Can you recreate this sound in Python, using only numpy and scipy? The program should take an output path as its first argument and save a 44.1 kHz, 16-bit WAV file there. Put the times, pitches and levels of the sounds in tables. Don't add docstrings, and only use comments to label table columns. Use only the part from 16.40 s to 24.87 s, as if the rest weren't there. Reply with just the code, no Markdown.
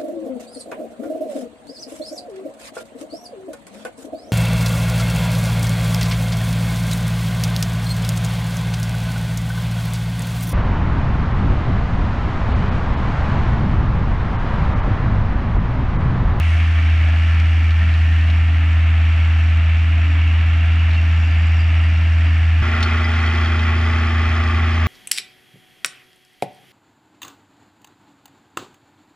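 import sys
import numpy as np
from scipy import signal
from scipy.fft import rfft, irfft, next_fast_len
from scipy.io import wavfile

SR = 44100
rng = np.random.default_rng(int(sys.argv[2]) if len(sys.argv) > 2 else 0)


def pcm_store(signal):
    levels = np.round(np.clip(np.atleast_2d(signal), -1, 1) * 32767)
    wavfile.write(sys.argv[1], SR, levels.astype(np.int16).T)


N = 373527



def from_db(db):
    return 10 ** (np.asarray(db) / 20)


def rms_one(x):
    return x / np.sqrt(np.mean(x ** 2) + 1e-20)


def in_time(rows, span):
    s, *columns = np.transpose(rows)
    now = np.arange(N)[span] / SR
    return [np.interp(now, s, column) for column in columns]


def coloured(x, points, lead=0):
    size = next_fast_len(x.shape[-1])
    log_hz = np.log(np.arange(size // 2 + 1) * SR / size + 1)
    at_hz, gain_db = np.transpose(points)
    gain = from_db(np.interp(log_hz, np.log(at_hz), gain_db))
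    phase = np.interp(log_hz, np.log(at_hz), lead + 0 * at_hz)
    return irfft(rfft(x, size) * gain * np.exp(1j * phase), size)[..., :x.shape[-1]]


def drift(rate, size):
    points = rng.standard_normal(int(size / SR * rate) + 2)
    return np.interp(np.arange(size) / SR * rate, np.arange(len(points)), points)


def ring(clicks, hz, t60):
    decay, turn = from_db(-60 / (t60 * SR)), 2 * np.pi * hz / SR
    return signal.lfilter([0, np.sin(turn)], [1, -2 * decay * np.cos(turn), decay * decay], clicks + 1e-18)


def ring_twice(clicks, hz, t60):
    return ring(ring(clicks, hz, t60), hz, t60)


# start_s, firings_per_s
SPEED = [
    [(0, 80.57), (0.3, 81.31), (0.55, 80.13), (0.85, 81.1), (1.6, 80.59), (2.05, 81.21), (2.5, 80.74),
     (3.4, 80.87), (4.0, 81.04), (4.45, 81.49), (5.0, 81.19), (5.6, 81.39), (6.219, 81.3)],
    [(6.219, 81.93), (6.6, 82.08), (7.1, 81.6), (7.45, 81.9), (7.75, 81.59), (8.47, 82.5)],
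]
START_TURNS = [.003, .591]
# start_s, clatter_db, hiss_db, rumble_db, boom_db, tinware_gain_db
LOUDNESS = [
    [(0, -30.5, -47.5, -34.5, -13.5, 2), (1.2, -32.5, -47, -35.5, -13, 4), (1.9, -32, -48.5, -37, -13, 2.5),
     (3.3, -31.5, -49.5, -37.5, -13, -1.5), (4.7, -31.5, -48.5, -35.5, -13.5, 0),
     (6.22, -32.5, -48.5, -37, -13, 0.5)],
    [(6.22, -25.5, -43.5, -33, -17, -1.5), (7, -26, -43.5, -32.5, -16.5, 4),
     (7.7, -26.5, -44.5, -31.5, -16.5, -6), (8.47, -26.5, -45, -31.5, -16, -3)],
]


def tractor(place, span, stones):
    firings_per_s, = in_time(SPEED[place], span)
    firings = np.cumsum(firings_per_s) / SR + START_TURNS[place] + 6
    clatter_db, hiss_db, rumble_db, boom_db, tinware_db = in_time(LOUDNESS[place], span)
    size = len(firings)

    low = exhaust_boom(firings, boom_db) + engine_tones(firings, place) + fan_tones(firings, place)
    low += rumble(rumble_db, place)
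    if place == 0:
        low += hum(span)

    puff = knocking(firings - .58, depth_db=5.0, uneven_db=.6)
    gusts = from_db(hiss_db + 0.59 * drift(9, size))
    shared, apart = clatter(firings, clatter_db, place) + gusts * hiss(puff, place)
    high = shared + bands(place, span, puff) + valve(firings, *VALVE_TICK[place])
    high += from_db(tinware_db) * tinware(TINWARE[place], puff, per_s=110)
    high += stones[span]
    return low + ports(high, apart, place)


def exhaust_boom(firings, boom_db):
    gain = np.sqrt(2) * from_db(boom_db + 0.14 * drift(5.9, len(firings)))
    return gain * np.cos(2 * np.pi * firings)


TONE_WAVER_DB = [2.4, .6]


def tones(table, turns, place):
    size = len(turns)
    out = np.zeros(size)
    for multiple, *level_db in table:
        if level_db[place] > -70:
            gain = np.sqrt(2) * from_db(level_db[place] + TONE_WAVER_DB[place] * drift(8, size))
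            phase_turns = multiple * turns + rng.random() + 0.047 * drift(6, size)
            out += gain * np.cos(2 * np.pi * phase_turns)
    return out


# multiple of the six-firing cycle, front_db, side_db; 50 to 200 are the timing gears meshing
ENGINE_TONES = [(4, -41, -48), (5, -45, -45), (7, -50, -70), (8, -52, -43), (9, -50, -52), (10, -48, -44),
                (12, -42, -46), (14, -53, -54), (16, -52, -70), (18, -48, -58), (31, -70, -51),
                (32, -70, -57), (45, -61, -52), (46, -70, -51), (48, -56, -54), (50, -56, -51),
                (51, -60, -70), (52, -59, -58), (54, -57, -55), (56, -58, -50), (58, -62, -49),
                (62, -70, -55), (100, -52, -63), (150, -52, -47), (200, -51, -70)]


def engine_tones(firings, place):
    return tones(ENGINE_TONES, firings / 6, place)


# multiple of its turning rate, front_db, side_db
FAN_TONES = [(1, -70, -45), (4, -70, -45), (7, -53, -47), (8, -70, -32), (8.5, -70, -51), (9, -70, -42),
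             (10, -46, -61), (11, -70, -51), (12, -64, -46), (12.5, -70, -47), (13, -70, -57),
             (21, -59, -52), (29, -70, -56), (30, -57, -51)]
FAN_TURNS_PER_FIRING = .3558


def fan_tones(firings, place):
    return tones(FAN_TONES, firings * FAN_TURNS_PER_FIRING, place)


# pitch_hz, gain_db
RUMBLE = [
    [(25, -32.5), (45, -3), (60, 9), (95, 6), (120, 1.5), (145, -4.5), (185, -2), (210, -5), (280, -2),
     (330, -8.5), (450, -18.5), (600, -46.5), (1200, -110)],
    [(25, -35), (45, -6), (65, 22.5), (115, 10.5), (150, 4), (195, 1.5), (235, -3), (295, -4), (325, 8),
     (360, 6), (390, -2), (425, 2.5), (520, -19), (1200, -110)],
]


def rumble(rumble_db, place):
    size = len(rumble_db)
    roar = rms_one(coloured(rng.standard_normal(size), RUMBLE[place]))
    return from_db(rumble_db + 0.93 * drift(3.3, size)) * roar


def knocking(firings, depth_db, uneven_db):
    stroke = (firings + .5).astype(int)
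    cylinder_db = depth_db * rng.normal(1, 0.2, 6)
    stroke_db = uneven_db * rng.standard_normal(stroke.max() + 1)
    swell = .5 + .5 * np.cos(2 * np.pi * firings)
    return from_db((cylinder_db[stroke % 6] + stroke_db[stroke]) * swell)


# pitch_hz, gain_db
CLATTER = [
    [(260, -49), (450, -29), (529, -18), (665, -10.5), (816, -11), (844, -11.5), (1100, -10.5),
     (1310, -6.5), (1470, -8), (1770, -4), (1940, -5.5), (2280, -3), (2460, -4.5), (2800, -6), (3430, -15),
     (4460, -28.5), (7550, -120)],
    [(260, -16), (450, -14), (543, -20.5), (611, -13.5), (858, -7), (983, -18), (1100, -4), (1380, -4),
     (1540, -7.5), (2030, -2.5), (2240, -9), (2530, -6.5), (2800, -13.5), (3100, -11.5), (3430, -15.5),
     (4460, -35.5), (7550, -120)],
]


def clatter(firings, clatter_db, place):
    size = len(firings)
    knock = knocking(firings - .55, depth_db=0.5, uneven_db=0.93)
    noise = coloured(knock * rng.standard_normal((2, size)), CLATTER[place])
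    return from_db(clatter_db + 0.57 * drift(14, size)) * rms_one(noise)


# pitch_hz, gain_db
HISS = [
    [(2500, -8.5), (3400, -11), (3700, -14), (4400, -7), (5150, -10.5), (5570, -11), (5900, -12),
     (6800, -17), (7300, -18.5), (8000, -19.5), (9000, -26), (11500, -33), (12500, -40), (15500, -47.5)],
    [(2800, -18), (3500, -18), (3900, -12.5), (4300, -6), (4600, -13), (4900, -5.5), (5200, -12.5),
     (5500, -10), (5900, -17.5), (6100, -15), (6450, -15), (9000, -29.5), (11000, -34.5), (15500, -52)],
]
# puffs_fade_from_hz, fade_to_hz, puffs_there_db
STEADY_AIR = [(7460, 9000, -5), (6040, 7500, -5.5)]


def hiss(puff, place):
    from_hz, to_hz, puff_db = STEADY_AIR[place]
    puff_noise, air_noise = rng.standard_normal((2, 2, len(puff)))
    puffs = coloured(rms_one(puff) * puff_noise, [(from_hz, 0), (to_hz, puff_db)])
    air = coloured(air_noise, [(0.72 * from_hz, -30), (to_hz, -1)])
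    return rms_one(coloured(puffs + air, HISS[place]))


# width_hz, then rows of start_s, centre_hz, level_db (rms)
BANDS = [
    [(299.9, [(0, 2227, -49), (.25, 2240, -40), (.6, 2275, -35.5), (.72, 2276, -47), (.9, 2310, -38),
     (1.2, 2333, -40.5), (1.35, 2338, -48), (1.7, 2357, -54), (2.4, 2360, -47.5), (3.5, 2290, -52),
     (5.4, 2324, -48), (6.22, 2343, -51)]), (210.4, [(0, 1721, -43), (1, 1753, -42), (1.6, 1830, -40),
     (2.3, 1778, -45.5), (4, 1771, -50.5), (5.4, 1780, -43.5), (6.22, 1762, -45)]), (150, [(0, 2640, -58),
     (1.8, 2620, -51.5), (2.7, 2627, -47), (3.2, 2705, -44), (5.3, 2733, -42.5), (6.22, 2710, -51)]),
     (59.76, [(0, 2884, -51), (1.4, 2866, -45), (2.6, 2885, -54), (4, 2886, -47.5), (6.22, 2895, -51.5)]),
     (260, [(0, 5500, -65), (1.6, 5560, -61.5), (2.1, 5590, -72.5), (3, 5620, -63), (4.1, 5570, -64.5),
     (5.4, 5500, -57), (6.22, 5500, -62)]), (300, [(0, 4800, -70), (1.2, 4800, -64.5), (2.3, 4800, -73.5),
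     (4.2, 4740, -66.5), (5.2, 4800, -55), (6.22, 4800, -63)]), (250.1, [(0, 680, -45), (.8, 691, -46.5),
     (1.6, 700.6, -55.5), (6.22, 697.4, -58.5)]), (300, [(0, 11440, -94), (4, 11400, -91.5),
     (4.9, 11400, -82), (5.4, 11400, -84), (6.22, 11400, -84)]), (199, [(0, 7940, -89), (4.5, 7850, -86),
     (5.2, 7850, -74), (6.22, 7850, -74)]), (198.7, [(0, 1150, -43), (.6, 1150, -50), (1.2, 1150, -60.5),
     (6.22, 1150, -61.5)]), (378.5, [(0, 7290, -84), (1.4, 7430, -79), (1.7, 7480, -71), (3, 7550, -69),
     (4, 7350, -68), (4.7, 7060, -67), (5.05, 7300, -61), (5.3, 7400, -66), (6.22, 7230, -70)])],
    [(100.1, [(6.22, 1400, -34.5), (7.2, 1393, -38.5), (7.7, 1376, -48), (8.47, 1390, -43)]),
     (109.7, [(6.22, 1198, -50), (7.2, 1169, -48.5), (7.9, 1197, -36), (8.47, 1154, -36.5)]),
     (217.5, [(6.22, 2000, -38), (6.8, 2039, -35), (7.4, 1950, -45), (8.47, 1847, -46)]),
     (254, [(6.22, 4860, -63), (7, 4880, -58), (7.6, 4920, -57), (8.47, 5000, -57)]),
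     (120, [(6.22, 5980, -74), (7.1, 6040, -68), (8.47, 6200, -64)]), (119.5, [(6.22, 6800, -79),
     (7.3, 6820, -67), (8.47, 6850, -73)])],
]
BAND_FLICKER_DB = [3.2, 2.5]


def bands(place, span, puff):
    out, size = 0, len(puff)
    for width_hz, rows in BANDS[place]:
        centre_hz, level_db = in_time(rows, span)
        angle = 2 * np.pi * np.cumsum(centre_hz) / SR
        noise = drift(width_hz, size) * np.cos(angle) + drift(width_hz, size) * np.sin(angle)
        flicker = from_db(BAND_FLICKER_DB[place] * drift(24, size))
        out = out + from_db(level_db) * rms_one(puff ** 1.3 * flicker * noise)
    return out


# pitch_hz, level_db (rms), t60_s, parts of the six-firing cycle run at the ticks
VALVE_TICK = [(5550, -71, .012, [.41, .91]), (4950, -55, .02, [.035, .9])]


def valve(firings, hz, level_db, t60, shares):
    cycles = firings / 6 - np.reshape(shares, (-1, 1))
    strength = from_db(3.5 * rng.standard_normal((len(shares), int(cycles.max()) + 1)))
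    fade = np.exp(-(cycles % 1) / 0.047)
    beats = np.take_along_axis(strength, cycles.astype(int), axis=1) * fade
    bursts = beats.sum(axis=0) * rng.standard_normal(len(firings))
    return from_db(level_db) * rms_one(ring_twice(bursts, hz, t60))


# pitch_hz, level_db (rms, before the tinware gain), t60_s
TINWARE = [
    [(118.4, -50.5, 0.49), (1361, -52, 0.063)],
    [(120, -60, 0.52), (2380, -44.5, 0.028), (3236, -45, 0.012), (4390, -56.5, 0.044), (5500, -64, .02)],
]


def tinware(modes, shaken, per_s):
    out, size = 0, len(shaken)
    for hz, level_db, t60 in modes:
        tapped = rng.random(size) < per_s * shaken ** 2 / SR
        taps = tapped * rng.standard_normal(size) * from_db(1.1 * drift(1.7, size))
        out = out + from_db(level_db) * rms_one(ring_twice(taps, hz, t60))
    return out


# start_s, strength_db, then bright_snap_db and ringing_db against the dull crack,
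# and chatter_db
CLINKS = [(1.0012, -31, -6, -40, -30), (1.308, -29, -20, -32, 0), (1.5405, -29, -22, -32, -6),
          (1.8109, -37, -16, -32, 0), (1.9015, -29, -18, -32, 0), (4.2561, -48, 2, -32, -6),
          (4.5113, -33, -24, -38, 3), (4.5335, -35, -24, -38, 6), (4.5475, -36, -24, -36, 6),
          (6.4071, -29, -9, -28, -2), (6.4272, -33, -1, -20, -10), (6.4292, -15, -14, -29, -2),
          (6.4317, -19, -10, -28, -8), (6.7395, -27, -22, -34, 0), (6.8635, -34, -9, -30, 0),
          (6.9597, -30, -16, -32, 0), (7.0575, -33, -14, -28, 0), (7.1932, -24, -28, -36, -1)]
# pitch_hz, level_db, t60_s
IMPLEMENT = [(3079, -5, .06), (3289, -6, .06), (3714, -5, .06), (4350, 0, .08), (5631, -18, .05),
             (9044, -15, .06), (9728, -24, .06), (11060, -26, .05)]


def clinks():
    chatter = np.arange(int(0.03 * SR))
    size = len(chatter)
    knocked = np.zeros((3, N))
    for s, strength_db, snap_db, ring_db, chatter_db in CLINKS:
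        knocks = (rng.random(size) < .12) * rng.standard_normal(size) * np.exp(-chatter / (.008 * SR))
        knocks *= from_db(chatter_db) * (chatter > .001 * SR)
        knocks[0] = 3.6
        part_db = np.array([[0], [snap_db], [ring_db]])
        knocked[:, round(s * SR) + chatter] += from_db(strength_db + part_db) * knocks
    crack = coloured(knocked[0], [(1800, -8), (2900, 8), (3800, 15), (4700, 5), (6000, -9), (9000, -40)])
    snap = coloured(knocked[1], [(3500, -6), (5200, 16), (6500, 11), (8000, 2),
                                 (10500, -1), (13000, -9), (15500, -24)])
    ringing = sum(from_db(level_db) * ring(knocked[2], hz, t60) for hz, level_db, t60 in IMPLEMENT)
    return crack + snap + ringing


# top_s, level_db (rms at the top of that swell alone)
HUM = [(.31, -43), (.78, -42), (1.01, -37), (1.45, -37), (1.67, -40), (1.93, -38), (4.59, -42), (4.75, -43),
       (5.05, -38), (5.5, -39), (5.62, -44)]
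HUM_HZ, HUM_SWELL_S = 184.5, .06


def hum(span):
    now = np.arange(N)[span] / SR
    swells = sum(from_db(level_db) * np.exp(-.5 * ((now - top_s) / HUM_SWELL_S) ** 2)
                 for top_s, level_db in HUM)
    return np.sqrt(2) * swells * np.cos(2 * np.pi * HUM_HZ * now)


RUSTLE_S, RUSTLE_HOLD_S, RUSTLE_DB = 0.054, .09, -55.5
RUSTLE_RISE_DB_PER_S, RUSTLE_FALL_DB_PER_S = 150, 68


def rustle():
    late_s = np.arange(SR // 2) / SR - RUSTLE_S
    middle, side = rng.standard_normal((2, len(late_s)))
    noise = coloured(middle + .4 * side * np.array([[1], [-1]]),
                     [(3000, -28), (6000, -4), (10500, -12), (14000, -28)])
    rise_db = RUSTLE_RISE_DB_PER_S * late_s
    fall_db = np.minimum(0, RUSTLE_FALL_DB_PER_S * (RUSTLE_HOLD_S - late_s))
    return from_db(RUSTLE_DB + np.minimum(rise_db, fall_db)) * rms_one(noise)


# pitch_hz, left_over_right_db, left_leads_radians,
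# unlike_part_db (gain on the unlike noise)
PORTS = [
    [(450, 0, 0, -38.5), (650, 0, 0.01, -28), (850, 0, -0.16, -14.5), (1000, -0.6, -0.3, -13),
     (1150, -2.5, -0.37, -9.5), (1300, -3, -0.27, -9.5), (1450, -2.5, -0.46, -9.5), (1650, -1, 0.07, -11.5),
     (1850, 2.5, -0.02, -12), (2040, -2, -0.7, -7), (2250, -2, 0.2, -10.5), (2450, 0, 0.08, -11.5),
     (2700, -1.5, -0.077, -12), (2950, -0.6, 0.32, -11), (3300, 0, 0.1, -11), (3700, 1, 0.23, -7),
     (4200, 2.5, 0.2, -8.5), (4800, 0.5, -0.09, -4.5), (5400, 3.5, 0.07, -6.5), (6200, 2, -0.06, -7),
     (7200, 2.0, -0.29, -5), (8500, 0, 0.16, -4.5), (10000, 2, 0.07, -5.5), (13000, 1.3, -0.1, -3.5)],
    [(450, 0, 0, -36), (650, -1, -1.3, -29), (850, -0.5, -0.7, -27), (1000, 2, 0.8, -16),
     (1150, 1.5, -0.0, -22), (1300, 0, 0.2, -26), (1450, -2, -0.1, -19), (1650, 2, 1, -16),
     (1850, 1.5, -1.1, -18), (2050, -2, 0.87, -22), (2250, -1, 0.5, -16), (2450, -2.5, 0.74, -18),
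     (2700, -3, 1.1, -10), (2950, 1.5, 1.5, -10.5), (3270, 1.5, 1, -11), (3700, 4, 0.3, -13),
     (4200, 4.5, 1.2, -13), (4800, 1.5, 1.2, -12), (5400, 4, 1.3, -11), (6200, 0.5, 1.5, -12),
     (7200, 0, 1.6, -4.5), (8460, 4, 2.5, -4.5), (10000, 4, 1.5, -6), (13000, 3, 3.5, -1)],
]


def ports(x, apart, place):
    hz, tilt_db, lead, unlike_db = np.transpose([(300, 0, 0, -80), *PORTS[place]])
    unlike = coloured(apart, list(zip(hz, unlike_db)))
    left, right = [coloured(x + side * unlike, list(zip(hz, side * tilt_db / 2)), side * lead / 2)
                   for side in (1, -1)]
    return np.array([left, right])


SWITCH_S, BLEND_S = 6.219, .003


def scene():
    switch, blend = round(SWITCH_S * SR), round(BLEND_S * SR)
    side_share = np.clip((np.arange(N) - switch) / blend, 0, 1)
    stones, near = clinks(), rustle()
    out = np.zeros((2, N))
    out[:, :near.shape[1]] += near
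    front, side = slice(0, switch + blend), slice(switch, N)
    out[:, front] += (1 - side_share)[front] * tractor(0, front, stones)
    out[:, side] += side_share[side] * tractor(1, side, stones)
    return out


CUTOFF_HZ = 15700


def record(dry):
    return signal.sosfilt(signal.cheby2(20, 60, CUTOFF_HZ, fs=SR, output="sos"), dry)


dry = scene()
out = record(dry)
pcm_store(out)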